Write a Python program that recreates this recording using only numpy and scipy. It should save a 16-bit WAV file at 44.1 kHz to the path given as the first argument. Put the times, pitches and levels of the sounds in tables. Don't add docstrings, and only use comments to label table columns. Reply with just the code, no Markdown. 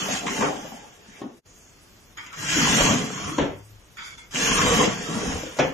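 import sys
import numpy as np
from scipy import signal
from scipy.fft import rfft, irfft, next_fast_len
from scipy.io import wavfile
from scipy.ndimage import uniform_filter1d

SR = 44100
rng = np.random.default_rng(int(sys.argv[2]) if len(sys.argv) > 2 else 0)


def field_ratio(decibels):
    return 10 ** (np.asarray(decibels, dtype=float) / 20)


def to_wav(s):
    ch = np.atleast_2d(s).T
    pcm = np.round(np.clip(ch, -1, 1) * 32767)
    wavfile.write(sys.argv[1], SR, pcm.astype(np.int16))


N = 252693
FULL_SPEED_DB = -22
BOX_LOW_HZ = 112

# frequency in Hz, width in Hz, level in dB.
BOX_MODES = [(152.8, 68, 0.5), (200, 60.2, 2.5), (250, 61, -3), (315, 73, -7)]
PANEL_MODES = [(412, 76, -1.5), (531, 96, -3), (660, 130, -5), (830, 180, -6), (970, 66, -2),
               (1150, 200, -6)]
TRAY_MODES = [(400, 44, 2), (560, 80, -0.5), (720, 94, 0), (900, 88, -0.5), (1010, 70, -2), (1180, 200, -6)]
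# frequency in Hz, level in dB per Hz.
RASP_SPECTRUM = [(700, -13.5), (1200, -5), (1500, 0.5), (2300, -1), (3300, -1), (3900, -9), (4600, -46)]
HISS_SPECTRUM = [(2240, -24.5), (3800, -8.5), (4700, -9), (5100, -7.5), (6810, -2.5), (7440, -5.5),
                 (7900, -17), (10600, -23.5), (11600, -28), (13000, -24.5), (15600, -46)]


def strokes():
    boom_db, knock_db, rasp_db, hiss_db = motion()
    boom = field_ratio(boom_db) * friction(150, spread_db=10.5, smooth=1.0, response=modes(BOX_MODES))
    tray_boom = filtered(boom, above(190))
    box_boom = filtered(boom, above(BOX_LOW_HZ))
    boom = np.where(first_take(), tray_boom, box_boom) * field_ratio(3.5)
    tray = friction(250, spread_db=14.0, smooth=0.91, response=modes(TRAY_MODES))
    slats = friction(250, spread_db=11.5, smooth=1.0, response=modes(PANEL_MODES))
    knock = field_ratio(knock_db) * np.where(first_take(), tray, slats)
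    rasp = field_ratio(rasp_db) * friction(600, spread_db=11.5, smooth=1.0, response=shape(RASP_SPECTRUM))
    hiss = field_ratio(hiss_db) * friction(1500, spread_db=4.5, smooth=1.0, response=shape(HISS_SPECTRUM))
    near = shifting(boom + knock + rasp + hiss, depth_db=2.12)
    shop = signal.fftconvolve(near, spread(*tail(.4, 1)), axes=1)[:, :N]
    return near + field_ratio(-9.5) * shop


# time in seconds, speed as rasp level in dB, weight on the runners in dB.
TRAY_OUT = [
    (0.0, -28, -5.5),
    (0.074, -33, 2.5),
    (0.136, -27, -9),
    (0.19, -31, -9),
    (0.245, -42.5, 12),
]
TRAY_IN = [
    (0.262, -41, 13),
    (0.269, -32, 1.5),
    (0.376, -29.5, 0),
    (0.422, -29, 9.5),
    (0.55, -43, 12.5),
]
TRAY_SEATS = [
    (0.57, -38, 2),
    (0.608, -40, 1.5),
    (0.99, -53, 4.5),
    (1.106, -47.5, -0.5),
    (1.178, -45, -1),
    (1.201, -45, 5),
]
# time in seconds, speed as rasp level in dB, weight in the grooves in dB.
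RIGHT_RUN = [
    (2.329, -40, -36),
    (2.346, -47.5, -5),
    (2.389, -34, -4.5),
    (2.514, -24, -11),
    (2.564, -21.5, -6.5),
    (2.848, -20, -2.5),
    (2.912, -23.5, 3),
    (3.06, -37, 3),
]
RIGHT_CREEP = [
    (3.09, -38.5, -0.5),
    (3.174, -35.5, -2.5),
    (3.278, -36.5, 6),
    (3.367, -40.5, 5.5),
]
LEFT_RUN = [
    (4.31, -46.5, -21),
    (4.339, -37.5, -11),
    (4.348, -30, -13.5),
    (4.474, -24, -6.5),
    (4.626, -25.5, -1.5),
    (4.636, -26.5, -1.5),
    (4.844, -27, 2.5),
    (4.878, -35, 8.5),
    (4.96, -39.5, -2.5),
]
LEFT_CREEP = [
    (5.0, -39.5, -2.5),
    (5.054, -39, -2.5),
    (5.15, -38, 5),
    (5.31, -37.5, 1),
    (5.564, -50, 0),
    (5.57, -43, -0.5),
]
# start in seconds, end in seconds.
RUNS = [
    (2.45, 3.1),
    (4.35, 5.8),
]


def motion():
    tray = TRAY_OUT + TRAY_IN + TRAY_SEATS
    speed_db, weight_db = curves([tray, RIGHT_RUN + RIGHT_CREEP, LEFT_RUN + LEFT_CREEP])
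    t = np.arange(N) / SR
    slats_out_db, let_go_s = 3.5, 0.0098
    out = sum(np.interp(t, [a - let_go_s, a, b, b + let_go_s], [-0.0013, 0.18, 0.77, 0.25]) for a, b in RUNS)
    load_db = speed_db + np.maximum(weight_db, -40)
    boom_db = load_db - 4.5 - .5 * slats_out_db * out
    rattle_db = load_db + np.where(first_take(), -5.5, -6.5) + slats_out_db * out
    rasp_db = speed_db - 2.5
    hiss_grows = 1
    hiss_db = FULL_SPEED_DB + hiss_grows * (speed_db - FULL_SPEED_DB) - 3.5
    return boom_db, rattle_db, rasp_db, hiss_db


# time in seconds, peak in dB, pitch in Hz.
BUMPS = [(0.086, -20, 228), (0.129, -18.5, 200.0), (0.229, -25, 246), (0.272, -28, 208), (0.296, -23, 219),
         (0.388, -14.5, 226), (0.424, -21, 300.0), (0.451, -30, 250.0), (0.513, -43, 315),
         (0.527, -44, 288), (0.558, -36, 266), (0.572, -24, 228), (0.72, -24.5, 217), (1.085, -31.5, 200),
         (2.43, -30.5, 280), (2.451, -40, 240.0), (2.565, -13.5, 310.1), (2.579, -11, 235),
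         (2.625, -10, 218), (2.677, -17, 208), (2.73, -14, 237), (2.761, -22, 190.0), (2.793, -22, 258),
         (2.831, -17.5, 232), (2.886, -21, 223), (2.907, -9, 228), (2.934, -9, 247), (3.038, -17.5, 234),
         (3.121, -31, 190.0), (3.211, -28, 310.0), (3.245, -43, 230.0), (3.28, -30, 295),
         (3.318, -21.5, 300), (4.37, -24, 242), (4.392, -24, 270), (4.422, -22, 190.0), (4.475, -23.5, 237),
         (4.496, -22, 232), (4.51, -27, 206), (4.633, -19, 200.0), (4.646, -18.5, 279), (4.664, -18, 171),
         (4.708, -22.5, 202), (4.767, -14, 220), (4.781, -14.5, 184), (4.845, -21, 323), (4.86, -32, 212),
         (4.874, -14.5, 194), (4.928, -26, 182), (4.995, -26.5, 193), (5.086, -23, 316),
         (5.105, -21.5, 224), (5.128, -24, 255), (5.152, -21, 248), (5.165, -18.5, 201),
         (5.275, -24.5, 245), (5.333, -27, 280), (5.358, -39, 280.0), (5.432, -28, 310), (5.466, -42, 337)]
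# time in seconds, peak in dB, pitch in Hz.
TICKS = [(0.061, -26, 895), (0.087, -16.5, 650), (0.109, -18.5, 720), (0.136, -21, 820), (0.161, -22, 750),
         (0.27, -17, 1110), (0.284, -16.5, 1010.0), (0.409, -17, 910), (0.421, -8.5, 930.0),
         (0.437, -28, 860), (0.463, -18, 854), (0.486, -15, 760.0), (0.508, -18.5, 720), (0.524, -18, 790),
         (0.556, -19.5, 810), (0.651, -27, 590), (0.662, -28, 760), (0.72, -23.5, 794), (0.743, -28, 680),
         (2.429, -28, 1050), (2.547, -24, 1150), (2.569, -27, 1050), (2.596, -35, 1010.0),
         (2.616, -14, 1210.0), (2.655, -18, 1090), (2.673, -9, 970), (2.688, -12, 906), (2.774, -25, 830.0),
         (2.783, -16, 740), (2.805, -10.5, 620), (2.869, -10.5, 910), (2.883, -24, 696), (2.9, -28, 710),
         (3.002, -23, 764), (3.102, -25, 1270), (3.177, -27, 1150), (3.199, -28, 680), (3.236, -43, 1010.0),
         (3.246, -20.5, 1180), (3.297, -23, 1200), (4.361, -37, 745), (4.384, -36, 810), (4.427, -34, 1130),
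         (4.477, -39, 950), (4.487, -20, 1060), (4.515, -16, 1060), (4.59, -11, 1130), (4.6, -17, 1060),
         (4.658, -19, 890), (4.668, -17, 970), (4.813, -14, 830), (4.837, -18, 630), (5.118, -30, 750),
         (5.171, -41, 660), (5.207, -28, 670), (5.304, -26, 830), (5.342, -40, 720.0), (5.355, -27, 830.0),
         (5.433, -31, 585), (5.467, -30.5, 487)]
# time in seconds, peak in dB, pitch in Hz.
CLICKS = [(0.036, -28.5, 2430.0), (0.113, -18, 2420), (0.127, -20, 2450), (0.134, -20, 2420),
          (0.151, -30.5, 2640), (0.158, -33, 2440.0), (0.21, -18, 2600), (0.268, -14, 2100),
          (0.281, -14, 2090), (0.288, -29.5, 2250.0), (0.335, -22, 2330), (0.411, -12, 2290),
          (0.425, -21, 2020), (0.431, -28, 2220.0), (0.438, -28, 2030), (0.459, -20, 2050.0),
          (0.525, -32, 2320), (2.178, -42, 1940), (2.186, -24, 1870), (2.193, -42, 2220.0),
          (2.2, -39, 2090), (2.264, -26, 2480.0), (2.503, -10, 2550.0), (2.525, -15, 2290),
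          (2.534, -14, 2570), (2.543, -18, 2240.0), (2.564, -17, 2670), (2.645, -30, 2200),
          (2.659, -29, 2290.0), (2.702, -21, 2370.0), (2.768, -25, 2640.0), (2.846, -10, 2380.0),
          (2.867, -22, 2440), (2.933, -11, 2500), (2.987, -32, 2180), (3.122, -37, 2120.0),
          (3.274, -41, 2300.0), (3.282, -33, 2030), (3.982, -37, 2780.0), (3.992, -42, 2620.0),
          (4.005, -38, 2080), (4.046, -35, 2250), (4.185, -42, 2630), (4.217, -49.5, 2210),
          (4.347, -17, 2910), (4.359, -11, 2700), (4.371, -17, 2620), (4.489, -14, 2650),
          (4.515, -20.5, 2360), (4.525, -20, 2520), (4.574, -27, 2440), (4.583, -27, 2440),
          (4.617, -13, 2500), (4.668, -29, 2480), (4.703, -27, 2630), (4.753, -24, 2520),
          (4.783, -17, 2620), (4.831, -13.5, 1970), (4.841, -15, 2230.0), (4.972, -30, 2380.0)]
# time in seconds, peak in dB, pitch in Hz.
RINGS = [(1.217, -22, 800), (1.224, -43, 620), (1.238, -29, 880), (1.256, -29, 790), (1.275, -37, 800),
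         (1.3, -51, 600), (3.384, -11, 940), (3.387, -12, 394), (3.394, -10.5, 435), (3.402, -18, 623.5),
         (3.412, -33, 480), (3.423, -21, 2020), (3.44, -19, 480), (3.462, -22, 705), (5.587, -15.5, 857),
         (5.593, -11, 624), (5.608, -19, 720), (5.622, -27, 517), (5.628, -21.5, 415), (5.645, -31, 535),
         (5.659, -38, 563), (5.671, -32, 472)]
# time in seconds, peak in dB, pitch in Hz.
NAILS = [
    (2.175, -28.5, 6800),
    (2.265, -35, 6900),
    (2.329, -44, 7000),
    (3.971, -42, 6800),
    (4.185, -50, 7000),
]


def catches():
    slides = (jolts(BUMPS, cycles=0.91, over_db=-5.5) + jolts(TICKS, cycles=1.16, over_db=-4.5)
              + jolts(CLICKS, cycles=1.13, over_db=-4))
    stops = jolts(RINGS, cycles=1.24, over_db=-5) + jolts(NAILS, cycles=3.9, over_db=-1)
    direct = filtered(slides + stops, above(BOX_LOW_HZ))
    near, walls = signal.fftconvolve(direct[None], tail(0.34, 1.68), axes=1)[:, :N]
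    return spread(0.88 * direct + 0.51 * near, 0.71 * walls)


def jolts(table, cycles, over_db):
    out = np.zeros(N + SR)
    t = np.arange(SR // 20) / SR
    for s, db, hz in table:
        u = t * hz / cycles
        ring = u * np.exp(1 - u) * np.sin(2 * np.pi * (hz * t + rng.random()))
        out[round(s * SR):][:len(t)] += field_ratio(db + over_db) * ring
    return out[:N]


# time in seconds, peak in dB, boom in dB, boom pitch in Hz, hardness (edge crack) in dB.
KNOCKS = [(0.086, -33.5, 3, 207, -14), (0.264, -39, 0, 179, 13), (0.409, -32, -8, 263, -4),
          (0.424, -18.5, -8, 277, -5.5), (0.439, -32, -9, 224, 3), (1.087, -55, 12, 190, -6),
          (1.217, -30, 7, 253, -14), (1.299, -49, 10, 287, -14), (2.173, -59, 6, 308, 15),
          (2.264, -61, 9, 263, 22), (3.381, -25, -1, 296, 1.5), (3.385, -20.5, 3.5, 334, -6.5),
          (3.404, -28, -4, 600, -16), (3.414, -25.5, 5, 155, -8), (4.185, -74, 0, 195, 7),
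          (4.315, -68, -5, 232, 6), (4.345, -40.5, 6.5, 243, -6), (5.468, -49, -11, 186, -12),
          (5.587, -21.5, -2, 750, -3.5), (5.593, -28, -3, 590, 1), (5.596, -25.5, -0.5, 175, -3.5),
          (5.627, -36.5, -3, 204, 2), (5.645, -33, -25, 310, -10)]
# frequency in Hz, width in Hz, level in dB.
SILL_MODES = [(279, 38, 7.5), (422, 54, 5.5), (508, 60, 8), (695, 107, -0.5), (887, 160, 0),
              (1250, 930, -14)]


def knocks():
    out = np.zeros((2, N + SR))
    t = np.arange(SR // 2) / SR
    t60_s = np.array([[.13], [.11], [.12], [.04]])
    rise_s = np.array([[.0004], [.0006], [.003], [.0006]])
    snap_db, snap_top_hz = 0.5, 8150
    blow_top_hz = 6640
    for s, db, boom_db, boom_hz, edge_db in KNOCKS:
        shake = rng.standard_normal((4, len(t))) * field_ratio(-60 * t / t60_s) * (1 - np.exp(-t / rise_s))
        shake[:2, :40] += .45
        bodies = (modes(SILL_MODES), modes([(boom_hz, 0.38 * boom_hz, 0)]), shape(RASP_SPECTRUM),
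                  lambda f: shape(HISS_SPECTRUM)(f) / (1 + (f / snap_top_hz) ** 4))
        parts = [filtered(x, body) for x, body in zip(shake, bodies)]
        rel_levels = (0, boom_db + 0.5, edge_db, edge_db + snap_db)
        blow = sum(field_ratio(db + rel_db) * p / np.abs(p).max() for p, rel_db in zip(parts, rel_levels))
        blow = filtered(blow, lambda f: 1 / (1 + 1j * f / blow_top_hz) ** 2)
        wet = signal.fftconvolve(blow[None], spread(*tail(0.22, 1.26)), axes=1)[:, :len(t)]
        out[:, round(s * SR):][:, :len(t)] += blow + wet
    return out[:, :N]


# time in seconds, level in dB, brightness in dB.
TUGS = [
    [(2.17, -46, -12), (2.176, -36, -12), (2.192, -35.5, -25.5), (2.255, -42.5, -15), (2.266, -46, -7),
     (2.31, -49, -25), (2.324, -49, -6), (2.332, -42, -21), (2.36, -42.5, -6)],
    [(3.966, -62, 0), (3.971, -45, -13), (3.99, -39.5, -18), (4.055, -40.5, -9), (4.153, -49, -9),
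     (4.171, -62, -5), (4.181, -47.5, -6), (4.3, -66, -5)],
]
# frequency in Hz, width in Hz, level in dB.
RIGHT_LIP_MODES = [(898, 310, 1.5), (1460, 490, 4), (2200, 350, 4), (3280, 520, 0), (5000, 380, -1.5),
                   (6450, 700, -10)]
LEFT_LIP_MODES = [(930, 220, 0), (1400, 300, 4.5), (2230, 340, 3.5), (3405, 350, 2.5), (4840, 470, -1),
                  (6930, 390, -5.5)]


def tugs():
    level_db, bright_db = curves(TUGS)

    def lip(table):
        body = lambda f: modes(table)(f) ** 2 * f ** 2 / (f ** 2 + 750 ** 2)
        return friction(500, spread_db=4.0, smooth=0.58, response=body)

    chatter = np.where(np.arange(N) < 3 * SR, lip(RIGHT_LIP_MODES), lip(LEFT_LIP_MODES))
    dust = friction(1500, spread_db=-5, smooth=0.72, response=shape(HISS_SPECTRUM))
    return field_ratio(level_db) * (shifting(chatter, depth_db=2.5) + field_ratio(bright_db) * dust)


# start in seconds, end
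# in seconds, pitch in Hz, width in Hz, rms in dB.
SINGS = [(.52, 0.88, 830, 120, -48.5), (1.14, 1.2, 2200, 500, -48.5), (1.23, 1.317, 780, 300, -49),
         (1.47, 1.71, 6600, 1500, -56.5), (2.96, 3.09, 192, 70, -35), (3.13, 3.45, 1096, 100, -46.5),
         (3.15, 3.5, 1360, 150, -48), (3.33, 3.33, 1260, 300, -38), (3.405, 3.4, 150, 51, -23),
         (2.76, 2.96, 570, 370, -31), (4.54, 4.75, 1130, 220, -34), (4.78, 4.891, 483, 105, -30.5),
         (4.8, 4.83, 1060, 150, -25), (5.05, 5.104, 1260, 120, -45.5), (4.18, 4.26, 2190, 180, -55),
         (.415, 0.484, 1280, 600, -29), (5.21, 5.29, 212, 98, -38), (2.32, 2.35, 1340, 150, -43),
         (1.22, 1.28, 258, 120, -32)]


def sings():
    out = np.zeros((2, N + SR))
    edge_s = .03
    for a, b, hz, width, db in SINGS:
        t = np.arange(round((b - a + edge_s) * SR)) / SR
        rub = filtered(rng.standard_normal((2, SR)), lambda f: modes([(hz, width, 0)])(f) ** 2)
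        fade = np.clip(np.minimum(t, t[-1] - t) / edge_s, 0, 1)
        out[:, round((a - edge_s / 2) * SR):][:, :len(t)] += field_ratio(db) * fade * unit(rub)[:, :len(t)]
    return spread(*out[:, :N])


# frequency in Hz, level in dB per Hz.
SHUDDER_SPECTRUM = [(15, -18), (32, -1), (45, 1), (70, -2.5), (100, 1.5), (140, -67)]
# time in seconds, half length in seconds, level in dB.
SHOVES = [
    (.43, 0.043, -53),
    (2.68, 0.12, -46.5),
    (2.835, 0.029, -37.5),
    (3.273, 0.026, -44.5),
    (4.613, 0.14, -41.5),
    (5.32, 0.08, -44),
]


def bench():
    t = np.arange(N) / SR
    hum_s, hold_s, fade_db_per_s = 3.45, 0.29, 177
    hum_db = -49.5 - fade_db_per_s * np.maximum(t - hum_s - hold_s, 0)
    hum = field_ratio(hum_db) * np.clip((t - hum_s) / .02, 0, 1) * np.sin(2 * np.pi * 106 * t)
    shake_db = FULL_SPEED_DB + 1.34 * (motion()[0] - FULL_SPEED_DB) - 14
    thump_db, thump_t60_s = -33, 0.38
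    thumps = sum(field_ratio(db + thump_db - 60 * np.abs(t - s) / thump_t60_s) * (t > s) for s, db, *_ in KNOCKS)
    shoves = sum(field_ratio(db) * np.exp(-((t - s) / half) ** 4) for s, half, db in SHOVES)
    moving = (field_ratio(shake_db) + thumps) * field_ratio(-16 * first_take()) + shoves
    rumble = unit(filtered(spread(*rng.standard_normal((2, N))), shape(SHUDDER_SPECTRUM)))
    rest_db = -59.5
    return hum + (field_ratio(rest_db) + moving) * rumble


# frequency in Hz, level in dB per Hz.
AIR_SPECTRUM = [(59, -51), (110, -10), (230, -13.5), (800, -20), (3900, -24), (6970, -24), (8610, -36),
                (13700, -32.5)]
# time in seconds, level in dB.
AIR_LEVEL = [(0, -39.5), (1.0, -54.5), (1.4, -52), (2.2, -53), (3.6, -56.5), (5.73, -56.5)]


def air():
    s, db = np.transpose(AIR_LEVEL)
    noise = filtered(spread(*rng.standard_normal((2, N))), shape(AIR_SPECTRUM))
    return field_ratio(np.interp(np.arange(N) / SR, s, db)) * unit(noise)


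def friction(rate, spread_db, smooth, response):
    hits = rng.random(N) < rate / SR
    bumps = unit(hits * field_ratio(spread_db * rng.random(N)) * rng.choice([-1, 1], N))
    near, walls = signal.fftconvolve(bumps[None], tail(.12, 5), axes=1)[:, :N]
    rub = smooth * rng.standard_normal((2, N))
    shared = 0.78 * bumps + 0.66 * near + rub[0]
    opposed = 0.86 * walls + rub[1]
    return unit(filtered(spread(shared, opposed), response))


def shifting(x, depth_db):
    z = signal.stft(x, nperseg=1024)[2]
    field = uniform_filter1d(rng.standard_normal(z.shape[1:]), size=4, axis=0)
    field = uniform_filter1d(field, size=8, axis=1)
    return signal.istft(z * field_ratio(depth_db * unit(field) - 1.5), nperseg=1024)[1][:, :N]


# frequency in Hz, t60 in seconds.
SHOP_T60 = [(150, 0.55), (600, 0.52), (2500, 0.53), (7000, 0.43), (12000, 0.12)]


def tail(seconds, faster):
    hz, t, z = signal.stft(rng.standard_normal((2, int(seconds * SR))), SR, nperseg=256)
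    decay = field_ratio(-60 * faster * t / along(SHOP_T60, hz)[:, None])
    h = signal.istft(z * decay, SR, nperseg=256)[1]
    return h / np.linalg.norm(h[0])


# frequency in Hz, left-right correlation.
ALIKE = [(60, 0.76), (150, 0.91), (350, 0.72), (700, 0.18), (1400, 0.1), (2900, -0.073), (4300, -0.37),
         (6500, 0.83), (9000, 0.85), (13000, 0.45)]


def spread(a, b):
    turn = lambda hz: np.arccos(np.clip(along(ALIKE, hz), -1, 1)) / 2
    mid = filtered(a, lambda hz: np.cos(turn(hz)))
    side = filtered(b, lambda hz: np.sin(turn(hz)))
    return np.array([mid + side, mid - side])


def modes(table):
    def response(f):
        return sum((-1) ** k * field_ratio(db) * 1j * f * width / (hz * hz - f * f + 1j * f * width)
                   for k, (hz, width, db) in enumerate(table))
    return response


def shape(points):
    return lambda f: field_ratio(along(points, f))


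def above(low_hz):
    def response(f):
        first = (1j * f / (low_hz + 1j * f)) ** 2
        return first * -f * f / (low_hz ** 2 - f * f + 1j * f * low_hz)
    return response


def filtered(x, response):
    n = x.shape[-1]
    m = next_fast_len(n + 8192)
    return irfft(rfft(x, m) * response(np.fft.rfftfreq(m, 1 / SR)), m)[..., :n]


def along(points, hz):
    f, v = np.transpose(points)
    return np.interp(np.log(hz + 1), np.log(f + 1), v)


def unit(x):
    return x / np.sqrt(np.mean(x ** 2) + 1e-20)


def curves(spans):
    off = [-120] * (len(spans[0][0]) - 1)
    rows = []
    for span in spans:
        first, last = span[0], span[-1]
        rows.append((first[0] - .004, *off))
        rows += list(span)
        rows += [(last[0] + .014, *last[1:]), (last[0] + .08, *off)]
    s, *cols = np.transpose(rows)
    return [np.interp(np.arange(N) / SR, s, c) for c in cols]


# time in seconds, level in dB.
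CUT = [
    (0, 1.5),
    (1.385, -5),
    (1.4, -14),
    (1.415, -35),
    (1.43, -30),
    (1.445, -21),
    (1.461, -1.5),
    (5.73, 6),
]


def first_take():
    return np.arange(N) < CUT[2][0] * SR


# frequency in Hz, margin in standard deviations.
DROPS = [(1500, 3.5), (3300, 2.2), (3700, .4), (4200, .4), (4900, .9), (5500, 1.4), (7200, 1.6), (7700, 0),
         (8200, 1.2), (11000, .9), (11700, -.2), (12400, 1), (13500, .7), (14300, .2), (15000, -1),
         (15700, -3)]


def thrifty(x, sharpen, flutter_db):
    hz, _, z = signal.stft(x, SR, nperseg=2048, noverlap=1536)

    def smooth(v, size):
        return uniform_filter1d(uniform_filter1d(v, size=size[0], axis=0), size=size[1], axis=1)

    power = np.abs(z.mean(0)) ** 2 + 1e-20
    narrow = np.abs(smooth(power, size=(9, 5))) + 1e-20
    valley = np.log10(narrow / np.abs(smooth(power, size=(60, 5))))
    bands = smooth(rng.standard_normal(power.shape), size=(1, 8))[::10]
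    chance = unit(smooth(np.repeat(bands, 10, axis=0)[:len(hz)], size=(3, 2)))
    margin = chance + valley + along(DROPS, hz)[:, None]
    keep = 1 / (1 + np.exp(-np.clip(9 * margin, -6, 9)))
    waver = unit(smooth(rng.standard_normal(power.shape), size=(150, 3)))
    flutter = field_ratio(flutter_db * waver * (hz[:, None] > 7700))
    z = z * keep * flutter * (power / narrow) ** sharpen
    return signal.istft(z, SR, nperseg=2048, noverlap=1536)[1][:, :N]


# frequency in Hz, level in dB against the hiss.
WHISTLES = [(13609, -31), (14643, -36), (15677, -40)]


def whistles():
    t = np.arange(N) / SR
    tones = sum(field_ratio(db) * np.sin(2 * np.pi * hz * t) for hz, db in WHISTLES)
    on = np.repeat(rng.random(N // 2048 + 1) < .5, 2048)[:N] * 1.
    return field_ratio(2 * motion()[3] - FULL_SPEED_DB) * tones * uniform_filter1d(on, size=600)


def scene():
    return strokes() + catches() + tugs() + knocks() + bench() + air() + sings()


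def top_cut(x):
    return signal.sosfilt(signal.butter(12, 15710, fs=SR, output="sos"), x)


# frequency in Hz, left minus right in dB.
TILT = [(60, 3), (180, 1.5), (550, 2), (1650, 0), (4970, -0.5), (9000, -2), (14000, -2.5)]


def record(dry):
    ports = filtered(dry, lambda hz: field_ratio(along(TILT, hz) * np.array([[.5], [-.5]])))
    thinned = thrifty(ports, sharpen=0.08, flutter_db=4.0) + whistles()
    s, db = np.transpose(CUT)
    faded = thinned * field_ratio(np.interp(np.arange(N) / SR, s, db))
    return top_cut(faded)


dry = scene()
out = record(dry)
to_wav(out)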